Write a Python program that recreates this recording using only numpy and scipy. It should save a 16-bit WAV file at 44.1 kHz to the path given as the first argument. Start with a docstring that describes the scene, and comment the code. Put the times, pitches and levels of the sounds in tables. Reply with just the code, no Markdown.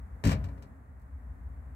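"""Under a vehicle, a fist shoves a loose steel suspension link. For a tenth of a second it chatters
and grinds on its bolt, ringing the bracket, and the axle and body boom. The link then settles with a
few weak clicks. The clunk echoes between floor pan and ground, over a faint low rumble and outdoor air.
The two microphone ports are close to the link."""
import sys
import numpy as np
from scipy import signal
from scipy.fft import rfft, irfft
from scipy.io import wavfile
from scipy.ndimage import uniform_filter1d

SR = 44100
rng = np.random.default_rng(int(sys.argv[2]) if len(sys.argv) > 2 else 0)


def unload_audio(sound):
    """Save the sound as a 16-bit wav file, at the path given as the first command line argument."""
    columns = np.transpose(np.atleast_2d(sound))
    # keep every value between -1 and 1, then stretch to whole-number steps
    steps = np.round(np.clip(columns, -1, 1) * 32767)
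    wavfile.write(sys.argv[1], SR, steps.astype(np.int16))


N = 77175
T = np.arange(N) / SR
HZ = np.fft.rfftfreq(N, 1 / SR)


def amp(db):
    """Decibels to gain."""
    return 10 ** (np.asarray(db) / 20)


def unit_rms(x):
    """Scales to rms 1."""
    return x / np.sqrt(np.mean(x ** 2) + 1e-20)


def curve_at(points, hz):
    """Interpolates a table on a log-frequency axis."""
    points_hz, values = np.transpose(points)
    return np.interp(np.log(hz + 1), np.log(points_hz + 1), values)


def colour(x, gain):
    """Filters by a gain per frequency."""
    return irfft(rfft(x) * gain, N)


def noise_pair(correlation):
    """White noise for two ports, correlated per frequency."""
    left, other = rng.standard_normal((2, N))
    alike = curve_at(correlation, HZ)
    return np.array([left, colour(left, alike) + colour(other, np.sqrt(1 - alike ** 2))])


def die_away(x, t60_table):
    """Decays each frequency at its own rate."""
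    hz, t, spectra = signal.stft(x, SR, nperseg=256)
    decay = amp(-60 * t / curve_at(t60_table, hz[:, None]))
    return signal.istft(spectra * decay, SR, nperseg=256)[1][:, :N]


# Each row: frequency in Hz, share of the full port delay.
DELAY_SHARE = [(350, 0), (600, .25), (1100, .85), (2000, 1)]


def at_ports(pair, pan, full_delay_samples=22):
    """The left port is louder and leads; long waves reach both ports together."""
    delay_s = curve_at(DELAY_SHARE, HZ) * full_delay_samples / SR
    lag = np.exp(-2j * np.pi * HZ * delay_s)
    left_gain = amp(curve_at(pan, HZ))
    return np.array([colour(pair[0], left_gain), colour(pair[1], lag / left_gain)])


# Each row: frequency in Hz, relative spectral density in dB.
AIR_SPECTRUM = [(20, 3), (120, -1), (170, -6.5), (270, -6.5), (330, -21.5), (700, -18), (1100, -20),
                (1900, -25), (2400, -36.5), (3000, -47.5), (5500, -52.5), (7500, -46), (16000, -49.5)]
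# Each row: frequency in Hz, left-right correlation.
AIR_CORRELATION = [(100, 0.75), (300, 0.96), (700, 0.15), (2000, 0.13), (5000, 0.033)]
# Each row: time in s, air level in dB.
AIR_LEVEL = [(0, -50), (.5, -49), (.9, -53.5), (1.25, -51.5), (1.75, -50.5)]
# Each row: time in s, rumble level in dB.
RUMBLE_LEVEL = [(0, -40), (.1, -43), (.2, -43.5), (.6, -52), (.9, -49), (1.05, -44.5), (1.14, -42),
                (1.36, -41.5), (1.44, -40), (1.52, -41), (1.75, -43)]
# Each row: frequency in Hz, left boost and right cut in dB.
BACKGROUND_PAN = [(60, 0.86), (300, 0.54), (2000, 0.1)]


def background(rumble_hz=66.2, half_width_hz=14.6):
    """Soft outdoor air over a narrow noise band that beats as a low rumble."""
    air = unit_rms(colour(noise_pair(AIR_CORRELATION), amp(curve_at(AIR_SPECTRUM, HZ))))
    air *= amp(np.interp(T, *np.transpose(AIR_LEVEL)))
    band = 1 / (1 + ((HZ - rumble_hz) / half_width_hz) ** 4)
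    rumble = colour(noise_pair([(rumble_hz, 0.99)]), band)
    rumble /= np.sqrt(uniform_filter1d((rumble ** 2).mean(0), size=SR // 6))  # evens out slow swells
    rumble *= amp(np.interp(T, *np.transpose(RUMBLE_LEVEL)))
    return at_ports(air + rumble, BACKGROUND_PAN)


# Link hits bolt. Each row: start in s, relative level in dB, tilt in dB per octave.
KNOCKS = [(.23854, 0, -0.36), (.2508, 1, 1.5), (.2663, -3, -1), (.2713, 0.5, 2), (.2799, -8, 0),
          (.29138, 0, -0.4), (.30442, -3.5, 0), (.31124, -2, -1), (.31726, 1.5, -1.06), (.3302, -8, -3)]
# Link settles. Each row: start in s, relative level in dB, tilt in dB per octave.
SETTLING_CLICKS = [(.4410, -15, 0.5), (0.487, -24, -3), (0.5781, -28.5, -5), (0.6231, -21.5, 2),
                   (0.996, -54, 12), (1.0163, -53, 12.5)]
# Each row: frequency in Hz, relative level in dB, T60 in s.
LINK_MODES = [(1049, -11, .12), (1448, -9, .13), (1610, -10, .11), (1724, -11, .11), (2305, -5, .15),
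              (2654, -9, .11), (2750, -8, .11), (2850, -8, .1), (3936, -10, .11), (4307, -12, .11),
              (4626, -13, .1), (5137, -9, .1), (5319, -10, .1), (6298, -13, .09)]
# Dense steel ring. Each row: frequency in Hz, relative spectral density in dB.
STEEL_SPECTRUM = [(150, 8), (350, -7.5), (600, 3.5), (900, 0), (1300, 0), (2000, -4), (2850, -6.5),
                  (3300, -11.5), (4200, -8.5), (5800, -12), (8400, -12), (9200, -23.5), (12500, -16.5),
                  (16000, -27)]
# Each row: frequency in Hz, T60 in s.
STEEL_T60 = [(200, 0.34), (1000, 0.14), (3000, 0.14), (7000, 0.099), (15000, 0.046)]
# Each row: frequency in Hz, left-right correlation.
STEEL_CORRELATION = [(250, 1), (700, 0.29), (3000, 0.2), (14000, 0.18)]
# Each row: frequency in Hz, left boost and right cut in dB.
STEEL_PAN = [(400, 3.7), (1100, .5), (2500, 2.5), (5000, 1.1), (9000, 3.5), (14000, 0.3)]
STEEL_DB = -36


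def link(modes_db=-43, crack_db=-7.5, crack_decay_s=0.003, common_share=0.84):
    """Each contact with the bolt gives a short crack, a dense steel ring and the link's clear modes."""
    out = np.zeros((2, N))
    common = np.sqrt(common_share) * noise_pair(STEEL_CORRELATION)
    steel_gain = unit_rms(amp(curve_at(STEEL_SPECTRUM, HZ)))
    octaves = np.log2(np.maximum(HZ, 400) / 2500)  # tilt pivots at 2500 Hz, flat below 400 Hz
    modes = np.array([amp(modes_db + db - 60 * T / t60_s) * np.exp(2j * np.pi * hz * T)
                      for hz, db, t60_s in LINK_MODES])
    for start_s, level_db, tilt_db in KNOCKS + SETTLING_CLICKS:
        noise = common + np.sqrt(1 - common_share) * noise_pair(STEEL_CORRELATION)
        crack = amp(crack_db) * noise * np.exp(-T / crack_decay_s)
        ring = die_away(noise, STEEL_T60)
        phasors = np.exp(2j * np.pi * rng.random(len(LINK_MODES)))
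        tones = (phasors @ modes).imag
        hit = amp(STEEL_DB) * colour(crack + ring, steel_gain) + tones
        start = round(start_s * SR)
        out[:, start:] += amp(level_db) * colour(hit, amp(tilt_db * octaves))[:, :N - start]
    return at_ports(out, STEEL_PAN)


def ringing(modes):
    """The decaying sines that one blow sets off."""
    return sum(amp(db - 60 * T / t60_s) * np.sin(2 * np.pi * hz * T) for hz, db, t60_s in modes)


# Each row: frequency in Hz, relative level in dB, T60 in s.
BRACKET_MODES = [(370.5, -1, .1), (408.4, 0.5, 0.31), (488.7, -7.5, 0.23), (562.5, 0, 0.28),
                 (612, -11.5, 0.22), (630.5, -13.6, 0.41), (700.4, -20.5, 0.84), (793, -12, 0.26)]


def bracket(gain_db=-43):
    """Every knock and click rings the hollow modes of the bracket that holds the bolt."""
    blow_spectrum = sum(amp(db) * np.exp(-2j * np.pi * HZ * start_s)
                        for start_s, db, _ in KNOCKS + SETTLING_CLICKS)
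    ring = amp(gain_db) * colour(ringing(BRACKET_MODES), blow_spectrum)
    return at_ports([ring, ring], STEEL_PAN)


def scrape(gain_db=-17, slips_per_s=350, spread_db=5.5):
    """Between knocks the link grinds on the bolt: many tiny slips ring the same steel."""
    moving = (T > KNOCKS[0][0]) & (T < KNOCKS[-1][0])
    slipping = (rng.random(N) < slips_per_s / SR) & moving
    slips = slipping * amp(spread_db * np.clip(rng.standard_normal(N), -2, 2))
    steel_gain = unit_rms(amp(curve_at(STEEL_SPECTRUM, HZ)))
    ring = colour(die_away(noise_pair(STEEL_CORRELATION), STEEL_T60), steel_gain)
    return at_ports(amp(STEEL_DB + gain_db) * colour(ring, rfft(slips)), STEEL_PAN)


# Each row: peak time in s, relative level in dB, contact time in s.
SHOVES = [(0.246, -4.3, .00295), (0.2558, -12.5, 0.00122), (0.2637, 3.1, 0.0021), (0.2844, -9.5, 0.001),
          (0.3314, -6, 0.0026), (0.4345, -8.5, 0.012), (0.4428, -5.5, 0.0056)]
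# Each row: frequency in Hz, relative level in dB, T60 in s.
AXLE_MODES = [(59.88, -12, 1.43), (90.46, -13, 1), (98.1, 5, .12), (132.4, -9.5, 0.6), (154.3, -2.1, 0.29),
              (184.6, -8, 0.6), (195.9, -3, 0.3), (217, -2.5, 0.32), (266, -9, 0.39), (271, -3.5, 0.49)]


def axle(gain_db=-22, pan_db=1.5, right_delay_s=0.00025):
    """Soft, heavy shoves and rebounds set the low modes of axle and body booming."""
    force = np.zeros(N)
    for peak_s, level_db, contact_s in SHOVES:
        push = np.exp(-((T - peak_s) / (contact_s / 2)) ** 2)
        force += amp(gain_db + level_db) * push / push.sum()
    boom = signal.fftconvolve(force, ringing(AXLE_MODES))[:N]
    delayed = np.interp(T - right_delay_s, T, boom)
    return np.array([boom * amp(pan_db), delayed * amp(-pan_db)])


# Each row: frequency in Hz, T60 in s.
ECHO_T60 = [(100, 1.09), (700, 1.66), (2500, 0.32), (6000, 0.96), (14000, 1.3)]
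# Each row: frequency in Hz, gain in dB.
ECHO_GAIN = [(100, -25.5), (700, -14), (2500, -11.5), (6000, -31), (14000, -19.5)]


def echoes(clunk):
    """Reflections between floor pan and ground leave a weak diffuse tail."""
    tail = die_away(noise_pair(AIR_CORRELATION), ECHO_T60)
    tail = colour(tail / np.linalg.norm(tail[0]), amp(curve_at(ECHO_GAIN, HZ)))
    return signal.fftconvolve(clunk, tail, axes=1)[:, :N]


def scene():
    """The clunk, its echoes and the background."""
    clunk = link() + bracket() + scrape() + axle()
    return clunk + echoes(clunk) + background()


def record(dry):
    """The microphone's bass roll-off, then the band limit."""
    low_cut_hz, high_cut_hz = 51.8, 15900
    highpass = signal.butter(3, low_cut_hz, "high", fs=SR, output="sos")
    lowpass = signal.firwin(511, high_cut_hz, window=("kaiser", 9), fs=SR)
    return signal.oaconvolve(signal.sosfilt(highpass, dry), lowpass[None], "same")


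dry = scene()
out = record(dry)
unload_audio(out)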